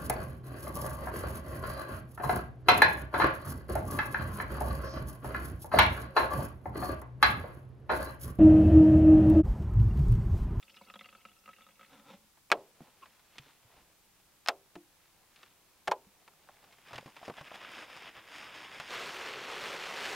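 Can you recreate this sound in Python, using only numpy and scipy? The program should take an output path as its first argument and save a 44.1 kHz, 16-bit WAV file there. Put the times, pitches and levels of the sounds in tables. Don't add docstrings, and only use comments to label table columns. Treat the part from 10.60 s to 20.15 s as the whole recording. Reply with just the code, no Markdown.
import sys
import numpy as np
from scipy import signal
from scipy.fft import rfft, irfft
from scipy.io import wavfile
from scipy.ndimage import uniform_filter1d

SR = 44100
rng = np.random.default_rng(int(sys.argv[2]) if len(sys.argv) > 2 else 0)


def generate_wav(sig):
    pcm = np.round(np.clip(np.atleast_2d(sig).T, -1, 1) * 32767).astype(np.int16)
    wavfile.write(sys.argv[1], SR, pcm)


def invert_db(level):
    return 10 ** (np.asarray(level, dtype=float) / 20)


N = 421155
T = np.arange(N) / SR
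BANDS_HZ = 50 * 2 ** np.arange(0, 8.4, 1 / 3)

# frequency in Hz, density in dB per Hz.
AIR_HZ_DB = [(8.8, -24), (15, -3), (190, -4), (233, -6), (277, -9), (321, -5.5), (361, -7.5), (646, -13),
             (816, -8), (1960, -12), (2330, -12.5), (14700, -15.5), (16000, -17)]
# frequency in Hz, density in dB per Hz.
HISS_HZ_DB = [(8.8, -41), (15, -1.5), (81, 0.5), (123, -9), (169, 1), (207, -5.5), (321, -4.5), (685, -9.5),
              (3720, -7.5), (14700, -8.5), (16000, -18)]
# frequency in Hz, t60 in seconds.
CABIN_HZ_T60_S = [(100, 1), (400, 0.36), (800, 0.13), (1600, 0.054), (3000, 0.058), (10000, 0.037)]
BLOW_HZ = (200, 900, 2700, 7500)

# time in seconds, level in dB.
POUR = [
    (0.0, -67),
    (0.072, -67),
    (0.38, -63.5),
    (0.698, -70),
    (1.3, -70.5),
]
# start in seconds, wall ring in dB, bubble pitch in Hz, bubble level in dB.
DROPS = [(0.0272, -54, 3500, -41), (0.0807, -72, 2600, -42), (0.0968, -61, 3000, -40),
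         (0.1434, -56, 2600, -46), (0.1688, -51, 2800, -40), (0.212, -55, 1750, -68),
         (0.182, -58, 2000, -60), (0.235, -70, 3500, -51), (0.2633, -62, 2600, -53),
         (0.2997, -40, 2600, -39), (0.3393, -41, 3690, -38), (0.357, -41, 3200, -40),
         (0.392, -68, 3540, -35.5), (0.41, -38, 2020, -37), (0.444, -54, 2700, -41),
         (0.458, -43.5, 2020, -42), (0.488, -51, 2480, -40), (0.5275, -45.5, 2640, -50),
         (0.5504, -43, 2350, -46), (0.6055, -62, 3000, -49), (0.6858, -55, 2620, -51),
         (0.7153, -57, 3300, -55), (0.912, -65, 3300, -54), (1.02, -69, 3500, -45),
         (1.1553, -70, 2600, -56), (1.262, -56, 4000, -53), (0.652, -38.5, 2370, -37.5),
         (0.8584, -48, 2630, -41.5), (0.8775, -40, 1900, -52), (0.89, -38.5, 2350, -46),
         (0.932, -59, 1870, -39.5), (0.9637, -67, 2650, -47), (0.9848, -49, 3400, -56),
         (1.0077, -50, 2300, -47), (1.066, -47, 1840, -56), (1.088, -52, 1900, -52),
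         (1.1943, -45.5, 1810, -47), (1.2109, -44, 2350, -44), (1.2296, -47.5, 1910, -48),
         (1.2467, -70, 1850, -43.5)]
# start in seconds, slap in dB.
GULPS = [
    (0.2129, -39),
    (0.357, -42.5),
    (0.392, -51),
    (0.651, -60),
    (1.0879, -59),
]
PLINKS_S = [.098, .12, .15, .17, .31, .407, .79]
# frequency in Hz, width in Hz, gain in dB.
CUP_MODES = [(203.6, 36, 2), (546, 57, -2), (713, 38, -6), (1000, 40, -31), (1310, 79, 7.5),
             (1910, 55, -20), (2660, 180, 1.5), (3260, 89, -9), (3520, 38, -20), (3620, 82, -18),
             (4500, 100, -28), (5300, 120, -27)]
# start in seconds, hold in seconds, rumble in dB, wall ring above it in dB.
SLIDE = [
    (1.335, 0.011, -57, 2),
    (1.39, 0.011, -61, 1),
    (1.49, 0.0085, -58, 11),
    (1.51, 0.03, -54, -14),
    (1.58, 0.062, -73, -20),
]

# start in seconds, peak at 1 kHz in dB, 200 Hz above it in dB, 2.6 kHz above it in dB.
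TAPS = [(1.772, -54, -39, -7), (2.205, -49.5, 7.5, -29), (2.457, -46, -42, -4),
        (2.594, -57, -31, 4), (2.756, -55, -8, 3), (2.782, -54, 1, 23.5), (2.862, -59, 1, 2),
        (2.89, -56, -22, 2), (4.154, -45.5, -1, 3.5), (4.76, -62, -30, 18), (4.83, -47.5, -22, 6),
        (5.677, -44.5, -35, -2), (5.888, -40.5, -39, -19), (6.04, -57.5, -28, 7),
        (6.125, -65, -20, 18.5), (6.183, -58, -7, 3), (6.308, -42, -14, -7), (6.331, -36.5, -17, -1),
             (6.343, -41.5, -13, 0), (6.357, -51, -23, 18), (6.38, -36, -12, 2.5), (6.459, -47, 5.5, 4),
             (6.477, -42, -29, -10), (6.565, -41, -18, -1), (6.615, -55, -29, -22), (6.629, -40, -28, -12),
             (6.6795, -32.5, -5, -9), (6.6978, -34, -10, -9), (6.779, -38.5, -36, -19),
             (6.81, -37.5, -23, -6), (6.915, -39, -30, -22), (6.947, -54, -17, 13.5), (7.116, -50, -35, 8),
             (8.199, -33.5, -21, 2.5)]
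# start in seconds, peak in dB, pitch in Hz.
KNOCKS = [(6.041, -52, 810), (6.428, -46, 560), (6.478, -50, 1000), (6.6155, -44, 775), (6.6295, -38, 730),
          (6.6808, -35, 616), (6.6985, -33, 477), (6.782, -44, 700), (6.812, -42.5, 600),
          (6.916, -39.5, 660)]

SNAP_S = [(1.9018, 1.9168), (3.8612, 3.8748, 3.8855), (5.2745, 5.279, 5.3135), (5.3165, 5.3186), (1.9252,),
          (3.8925,), (4.162,), (1.9216,)]
# peak at 1 kHz in dB, then 200 Hz, 2.6 kHz and 7 kHz above it in dB.
SNAPS = [
    [(-38.5, -22.5, -8.5, -14.5), (-14, -16, 2.5, -18.5)],
    [(-38, -43, 2, -26), (-42.5, -38, 12, -3), (-16.5, -29, 1.7, -11.5)],
    [(-29, -22, -1, -12.5), (-21.5, -25, -8, -19), (-30, -30, 1, -9)],
    [(-31.5, -26, -10, -17), (-26.5, -25, -9, -20)],
    [(-23.5, -22.5, -15.5, -24)],
    [(-32.5, -19, -11, -15)],
    [(-51, 5, -15, -25)],
    [(-30, -30, 3, -12)],
]
# frequency in Hz, level in dB, t60 in seconds.
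PANELS = [
    [(388, -13.5, 0.28), (434, -24, 0.25), (490, -23.5, 0.06), (628, -9, 0.13), (716, -22, 0.032),
     (835, -15.5, 0.05), (1000, 2.5, 0.015), (1200, -17.5, 0.06), (1448, -12.5, .025), (1570, -7.5, 0.033),
     (2350, -8.5, 0.023), (2480, 12, 0.011), (3000, -6, .03)],
    [(389, -6, 0.29), (560, -37, 0.0567), (663, -1.5, 0.085), (678, -19, 0.073), (1050, -1, 0.039),
     (1250, -10, .015), (1510, -21, 0.048), (2000, -14.5, 0.05), (2700, -35, 0.035), (3000, -31.5, 0.02),
     (4160, 0.5, 0.014), (4450, 12, 0.012), (5170, 15.5, 0.019)],
    [(388.6, -5, 0.25), (543, -8, 0.077), (660, -17, 0.063), (865, -10, 0.018), (1040, -4, 0.052),
     (1290, -21, 0.063), (1590, 4.5, 0.034), (2340, -1.5, 0.034), (3300, -8, 0.025)],
    [(840, -14, 0.12), (880, 3.5, 0.032), (1008, -10.5, 0.09), (915, -29, 0.26), (1614, -14, 0.05)],
    [(640, -1, .04), (700, 3.5, .06), (880, -17.5, .14)],
    [(600, -2, .04), (653, 3, 0.066), (720, -5.5, 0.041)],
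    [(345, 0.5, 0.19), (305, -4.5, 0.24), (700, -11, 0.1), (760, -18, .09)],
    [(1470, 0, .02), (1610, -3.5, .03), (2250, -1, 0.023), (3300, -2, 0.016)],
]
PANEL_DB = (-12, -21, -12, 4.5, -5, -1.5, 3.5, 7.5)

# start in seconds, peak
# in dB, pitch in Hz.
THUMPS = [(1.93, -47, 192), (2.206, -45.5, 140), (2.794, -47, 136), (3.049, -56, 118), (3.168, -59, 51.5),
          (3.219, -63, 51.6), (4.163, -47, 200), (5.286, -41.5, 177), (5.467, -51, 199), (6.327, -50, 123),
          (6.352, -45, 125), (6.457, -45, 140), (6.681, -52, 188), (6.809, -43.5, 149), (7.57, -57, 117),
          (6.385, -52, 130), (8.195, -47, 150), (8.366, -54, 121)]

# frequency in Hz, density in dB per Hz.
WEAVE_HZ_DB = [(24, -56), (40, -33), (115, -12.5), (320, -6.5), (412, 2), (680, -3.5), (1070, 0),
               (2000, -1), (2380, 0.5), (3740, -7), (9940, -31), (12100, -31), (16000, -41)]
# frequency in Hz, density in dB per Hz.
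SACK_HZ_DB = [(24, -51), (40, -24.5), (124, -8.5), (231, -6.5), (770, -1.5), (918, -0.5), (2770, 0.5),
              (4340, -6.5), (5050, -8.5), (5720, -23), (6330, -18.5), (16000, -47.5)]
# time in seconds, level in dB.
CURTAIN = [(1.97, -80.5), (2.3, -78), (2.9, -77.5), (3.8, -80.5), (4.6, -78), (5.7, -76.5), (6.15, -68)]
# start in seconds, hold in seconds, level in dB, dull part above it in dB.
BRUSHES = [(1.97, 0.013, -69.5, 18), (2.23, 0.041, -70.5, 5), (2.38, 0.19, -72.5, -5),
           (2.77, .01, -65.5, -8), (2.845, 0.035, -66, -9), (3.13, 0.062, -70, 3.5), (4.43, 0.026, -73, -6),
           (4.77, .01, -71, -6), (4.83, 0.017, -65.5, -7)]
# start in seconds, hold in seconds, level in dB, treble above it in dB.
GRABS = [(6.29, .095, -55, -13), (6.41, 0.09, -65, -4), (6.575, 0.011, -59, -14), (6.655, 0.019, -55, -8.5),
         (6.785, 0.01, -53, -15), (6.875, 0.0054, -53.5, -16), (6.95, 0.0078, -48.5, -14),
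         (7.02, 0.074, -49, -18), (7.13, 0.1, -47.5, -12.5), (7.3, 0.035, -53, -14),
         (7.37, 0.0047, -48.5, -12.5), (7.43, 0.06, -49.5, -16.5), (7.575, 0.015, -50, -21)]
# time in seconds, level in dB, treble above it in dB.
PULL = [(7.62, -60, -18), (7.7, -54, -12), (7.77, -48, -9), (7.82, -49, -12.5), (7.93, -51.5, -16),
        (7.96, -48, -11), (8.1, -51, -14.5), (8.18, -49.5, -11.5), (8.27, -47.5, -11.5), (8.35, -38, -15),
        (8.55, -41.5, -12.5), (8.67, -40, -14.5), (8.75, -42.5, -16), (9.02, -39, -13.5),
        (9.18, -41, -14.5), (9.55, -37, -11.5)]
# frequency in Hz, sharpness (Q).
SHADOWS = [(4300, 4), (5850, 6), (7400, 9)]
SACK_S, SMOOTH_S, PULL_S = 6.15, 6.98, 8.29

# start in seconds, length in seconds, pitch in Hz, level in dB.
SQUEAK = [(2.418, .032, 1080, -44.5)]
# start in seconds, peak in dB.
SNICKS = [(6.7416, -40), (6.769, -36), (6.7874, -43), (6.8523, -38), (6.933, -41), (6.9456, -38),
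          (6.952, -38), (6.9574, -35), (7.0164, -38), (7.1171, -32), (7.3004, -38), (7.3662, -35.5),
          (7.4225, -35), (7.568, -35.5), (7.67, -44), (7.6866, -38), (7.9438, -41), (8.2003, -33),
          (8.2394, -37), (8.3507, -37), (8.3594, -38), (8.8914, -37)]


def unit(x):
    return x / np.sqrt(np.mean(x ** 2))


def on_log(hz, table):
    f, v = np.transpose(table)
    return np.interp(np.log(hz), np.log(f), v)


def curve(rows):
    s, db, *rest = np.transpose(rows)
    level = np.interp(T, s, invert_db(db), left=0, right=0)
    return [level] + [np.interp(T, s, c) for c in rest]


def band(x, hz):
    sos = signal.butter(2, [hz / 2 ** (1 / 6), hz * 2 ** (1 / 6)], "band", fs=SR, output="sos")
    return signal.sosfilt(sos, x) * np.sqrt(SR / 2 / (.25 * hz))


def no_bass(x, hz):
    return signal.sosfilt(signal.butter(3, hz, "high", fs=SR, output="sos"), x)


def ring(x, hz, t60_s):
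    pole = np.exp(2j * np.pi * hz / SR - np.log(1000) / (t60_s * SR))
    return signal.lfilter([1], [1, -pole], x).imag


def resonate(x, modes):
    out = 0
    for hz, width_hz, db in modes:
        t60_s = np.log(1000) / (np.pi * width_hz)
        out = out + invert_db(db) * width_hz * 2 * np.pi / SR * ring(x, hz, t60_s)
    return out


def ticks(s, size):
    x = np.zeros(N)
    np.add.at(x, np.clip((np.asarray(s) * SR).astype(int), 0, N - 1), size)
    return x


def fade(x, t60_s):
    return signal.lfilter([1], [1, -np.exp(-np.log(1000) / (t60_s * SR))], x)


def walk(rate_hz):
    k = int(SR / rate_hz)
    steps = np.repeat(rng.standard_normal(N // k + 1), k)
    return unit(uniform_filter1d(steps, k)[:N])


def coloured(table):
    hz = np.maximum(np.fft.rfftfreq(N, 1 / SR), 1)
    return unit(irfft(rfft(rng.standard_normal(N)) * invert_db(on_log(hz, table)), N))


def crackle(rate_hz, spread_db):
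    chance, sign, size = rng.random((3, N))
    return unit((chance < rate_hz / SR) * np.sign(sign - .5) * invert_db(-spread_db * np.log(size + 0.031)))


def cabin(x, echo_db, t60_s):
    t = np.arange(2048) / SR
    sparse = rng.standard_normal(len(t)) * (rng.random(len(t)) < .08)
    echoes = sparse * invert_db(-60 * t / t60_s) * (t > .0012)
    echoes = echoes * invert_db(echo_db) / np.sqrt(np.sum(echoes ** 2))
    echoes[0] = 1
    return signal.fftconvolve(x, echoes)[:N]


def blows(rows, hold_s, shorten, gain_db, top_db, click, size=N, longest_s=1):
    s, db, low_db, high_db, top_tilt_db = np.transpose(rows)
    out, hold = np.zeros(N), max(int(hold_s * SR), 1)
    points = np.transpose([low_db, 0 * db, high_db, top_tilt_db])
    for hz in BANDS_HZ[4:]:
        tilt_db = [np.interp(np.log(hz), np.log(BLOW_HZ), p) for p in points]
        edge_db = -14 * max(np.log2(160 / hz), 0) + top_db * max(np.log2(hz / BLOW_HZ[-1]), 0)
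        hit = ticks(s, invert_db(db + tilt_db + edge_db + gain_db))[:size]
        t60_s = min(shorten * on_log(hz, CABIN_HZ_T60_S), longest_s)
        shape = fade(hit, 0.82 * t60_s)
        rattle = np.cumsum(shape)
        rattle[hold:] = rattle[hold:] - rattle[:-hold]
        shape = shape + 1.4 * rattle / hold + 0.2 * fade(hit, 3.0 * t60_s)
        lead = int(SR / max(hz, 700))
        out[:size] += np.roll(band(shape * rng.standard_normal(size), hz), -lead)
    for k, (hz, tilt_db) in enumerate(zip(BLOW_HZ, [low_db, 0 * db, high_db, top_tilt_db - 4])):
        wide = signal.butter(2, [hz / 1.8, hz * 1.8], "band", fs=SR, output="sos")
        sign = (-1) ** k
        edge = sign * click * 2 * SR / hz * ticks(s, invert_db(db + tilt_db + gain_db))
        out += signal.sosfilt(wide, edge)
    return out


def bubble(x, s, hz, db, t60_s, glide):
    t = np.arange(int(t60_s * SR)) / SR
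    i = int(s * SR)
    x[i:i + len(t)] += invert_db(db - 60 * t / t60_s) * np.sin(2 * np.pi * hz * t * (1 + glide * t / t60_s))


def strokes(rows, rise_db_s, fall_db_s):
    s, hold_s, db, colour_db = np.transpose(rows)[:, :, None]
    t = T[::32]
    rise_db = rise_db_s * np.maximum(s - t, 0)
    fall_db = fall_db_s * np.maximum(t - s - hold_s, 0)
    return invert_db(db - rise_db - fall_db), colour_db


def blend(gains, colour_db, under, under_db):
    t = T[::32]
    power = np.interp(T, t, np.sum(gains ** 2, axis=0)) + under ** 2 + 1e-18
    tint = np.interp(T, t, np.sum(gains ** 2 * colour_db, axis=0)) + under ** 2 * under_db
    return np.sqrt(power), tint / power


def air():
    return invert_db(-68) * coloured(AIR_HZ_DB)


def hiss():
    return invert_db(-70.5) * coloured(HISS_HZ_DB)


def wine_bubbles(flow):
    s, _, hz, bubble_db = np.transpose(DROPS)
    fizz = np.zeros(N)
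    for at, f, db, (u, v) in zip(s, hz, bubble_db, rng.random((len(s), 2))):
        bubble(fizz, at, f, db - 8.5, t60_s=0.021, glide=0.082)
        bubble(fizz, at + 0.0049 * u, 1600 * 2 ** (1.3 * v), db - 24.0, t60_s=0.0089, glide=0.16)
    for at in PLINKS_S:
        bubble(fizz, at, 5220, -59.5, t60_s=.014, glide=.02)
    for u, v, w, late in rng.random((170, 4)):
        at = s[int(u * len(s))] - .025 * np.log(late + .02)
        db = 2.5 - 4 * np.log(w + .05) + 20 * np.log10(flow[int(at * SR)] + 1e-9)
        octaves = (1.3 - .4 * at) * v ** 1.5
        bubble(fizz, at, 2100 * 2 ** octaves, db, t60_s=0.013, glide=.15)
    return fizz


def cup_wall():
    s, ring_db, _, _ = np.transpose(DROPS)
    gulp_s, gulp_db = np.transpose(GULPS)
    wall = np.zeros(N)
    for at, db, (u, v) in zip(s, ring_db, rng.standard_normal((len(s), 2))):
        bubble(wall, at, 1280 * (1 + .012 * u), db - 5, t60_s=.05 * invert_db(2 * v), glide=.005)
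    return wall + ring(ticks(gulp_s, invert_db(gulp_db - 4)), 970, 0.026)


def pour():
    s, ring_db, _, bubble_db = np.transpose(DROPS)
    gulp_s, gulp_db = np.transpose(GULPS)
    flow, = curve(POUR)
    slap_db = -52 + 0.89 * (ring_db + 51.0)
    slap = ticks(s, invert_db(slap_db)) + ticks(gulp_s, invert_db(gulp_db))
    stream = flow * crackle(500, 4.8)
    push = invert_db(34.0) * slap + invert_db(17.0) * stream
    table = 0
    for hz, width_hz, db in CUP_MODES[:4]:
        foot = resonate(push, [(hz, width_hz, db)])
        table = table + resonate(foot, [(hz, 2.0 * width_hz, 0)])
    metal = resonate(invert_db(5) * stream * invert_db(4 * walk(40)), CUP_MODES[4:])
    splash = np.transpose([s, ring_db, -22 + 0 * s, bubble_db - ring_db, -22 + 0 * s])
    spray = blows(splash, 0.0075, 0.32, -19, -8, 0.18, size=2 * SR)
    wet = cabin(wine_bubbles(flow) + metal, -2.5, 0.055)
    return no_bass(wet + no_bass(cup_wall(), 770) + table, 188) + no_bass(spray, 1450)


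def slide():
    gains, colour_db = strokes(SLIDE, rise_db_s=280, fall_db_s=400)
    rumble, sing_db = blend(gains, colour_db, 0, 0)
    slips = crackle(2500, 2.4)
    soft = rumble * unit(fade(slips, 0.0016))
    body = resonate(soft, [(215, 15, 13.0), (273, 55, 5.5), (566, 45, 5.2), (850, 150, 5.1), (1000, 58, 2.1)])
    sing = unit(no_bass(resonate(slips, [(1316, 61, 0)]), 1800))
    rasp = unit(resonate(slips, [(2370, 680, 0), (2790, 650, -1), (3500, 470, 4), (5200, 1100, -11)]))
    return no_bass(body + rumble * (invert_db(-6) * rasp + invert_db(sing_db - 6.5) * sing), 200)


def taps():
    rows = np.array(TAPS)
    top_db = -12.5 + 0.79 * rows[:, -1]
    rows = np.column_stack([rows[:, 0] + 0.00102, rows[:, 1:], top_db])
    hollow = np.zeros(N)
    for s, db, hz in KNOCKS:
        bubble(hollow, s, hz, db, t60_s=0.025, glide=-.05)
    return blows(rows, 0.0043, 0.53, -19, -7, 1.16, longest_s=0.056) + hollow


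def magnets():
    rows = np.column_stack([sum(SNAP_S, ()), sum(SNAPS, [])])
    out = no_bass(blows(rows, 0.0026, 0.51, -18.5, top_db=-7, click=1.5), 490)
    for s, hits, modes, db in zip(SNAP_S, SNAPS, PANELS, PANEL_DB):
        start = int(s[0] * SR)
        near = slice(start, start + SR // 2)
        push = cabin(ticks(s, invert_db(np.transpose(hits)[0] + db)), -8.5, 0.01)[near]
        out[near] += sum(invert_db(mode_db) * ring(push, hz, t60_s) for hz, mode_db, t60_s in modes)
    return no_bass(out, 240)


def thumps():
    out = sum(ring(ticks([s], invert_db(db)), hz, t60_s=0.099) for s, db, hz in THUMPS)
    return np.convolve(out, np.hanning(200) / 100)[:N]


def curtain_motion():
    gains, colour_db = strokes(BRUSHES, rise_db_s=151.5, fall_db_s=154)
    return blend(gains, colour_db, *curve(CURTAIN), 0)


def sack_motion():
    pull, pull_top_db = curve(PULL)
    loose = T > PULL[0][0]
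    rest = np.where(loose, pull, invert_db(-70) * (T > SACK_S))
    rest_top_db = np.where(loose, pull_top_db, -13)
    gains, colour_db = strokes(GRABS, rise_db_s=241, fall_db_s=330)
    return blend(gains, colour_db, rest, rest_top_db)


def cloth():
    curtain, dull_db = curtain_motion()
    nylon, top_db = sack_motion()
    depth = np.where(T < SMOOTH_S, .8, .45)
    creases = 1 + depth * unit(fade(np.abs(crackle(500, 3.5)), .0025))
    shared_db, out = .7 * walk(30), 0
    for hz in BANDS_HZ:
        low, top = np.clip(np.log2(1500 / hz), 0, 1), np.clip(np.log2(hz / 3500), 0, 1)
        colour_db = np.where(T < PULL_S, on_log(hz, SACK_HZ_DB) + 0.66, on_log(hz, WEAVE_HZ_DB))
        tilt_db = np.where(T < SACK_S, low * (dull_db + 7.5), top * (top_db + 18.0))
        flicker_db = shared_db + (.7 + 1.0 * low) * walk(25)
        db = colour_db + 10 * np.log10(hz / 1000) + tilt_db + flicker_db
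        out = out + invert_db(db - 14.0) * band(creases * rng.standard_normal(N), hz)
    out = out + invert_db(-18.5) * unit(resonate(crackle(160, 5), [(1510, 1400, -0.5), (3120, 1100, 0.0)]))
    shaded = out
    for hz, sharpness in SHADOWS:
        shaded = signal.lfilter(*signal.iirnotch(hz, sharpness, SR), shaded)
    in_hands = (T > SACK_S) & (T < PULL_S)
    rub = np.where(in_hands, .3 * out + .7 * shaded, out)
    return (curtain * (T > SNAP_S[0][0]) + nylon) * rub


def squeak():
    (s, length_s, hz, db), = SQUEAK
    shape = np.clip(1 - abs(2 * (T - s) / length_s - 1), 0, 1)
    tone = np.sin(2 * np.pi * hz * T + 0.67 * walk(250)) * (1 + 0.27 * walk(300))
    scrub = unit(resonate(crackle(3000, 3), [(1310, 170, 3), (2650, 280, -1)]))
    return invert_db(db) * shape * (invert_db(-2.5) * tone + invert_db(-9) * scrub)


def snicks():
    s, db = np.transpose(SNICKS)
    click = resonate(ticks(s, invert_db(db + 9.5)), [(1500, 1600, 7.5), (3000, 1150, 0), (6400, 3300, -19.5)])
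    return cabin(no_bass(click, 400), -6, .012)


def scene():
    cup = pour() + slide()
    hands = taps() + thumps() + cloth() + squeak() + snicks()
    mid = air() + cup + magnets() + hands
    side = hiss()
    return np.array([mid + side, mid - side])


def band_limit(x):
    return signal.sosfilt(signal.butter(12, 16480, fs=SR, output="sos"), x)


def record(dry):
    top_hz = 15780
    mix = signal.sosfilt(signal.ellip(10, .2, 60, top_hz, fs=SR, output="sos"), dry)
    return band_limit(mix)


dry = scene()
out = record(dry)
generate_wav(out)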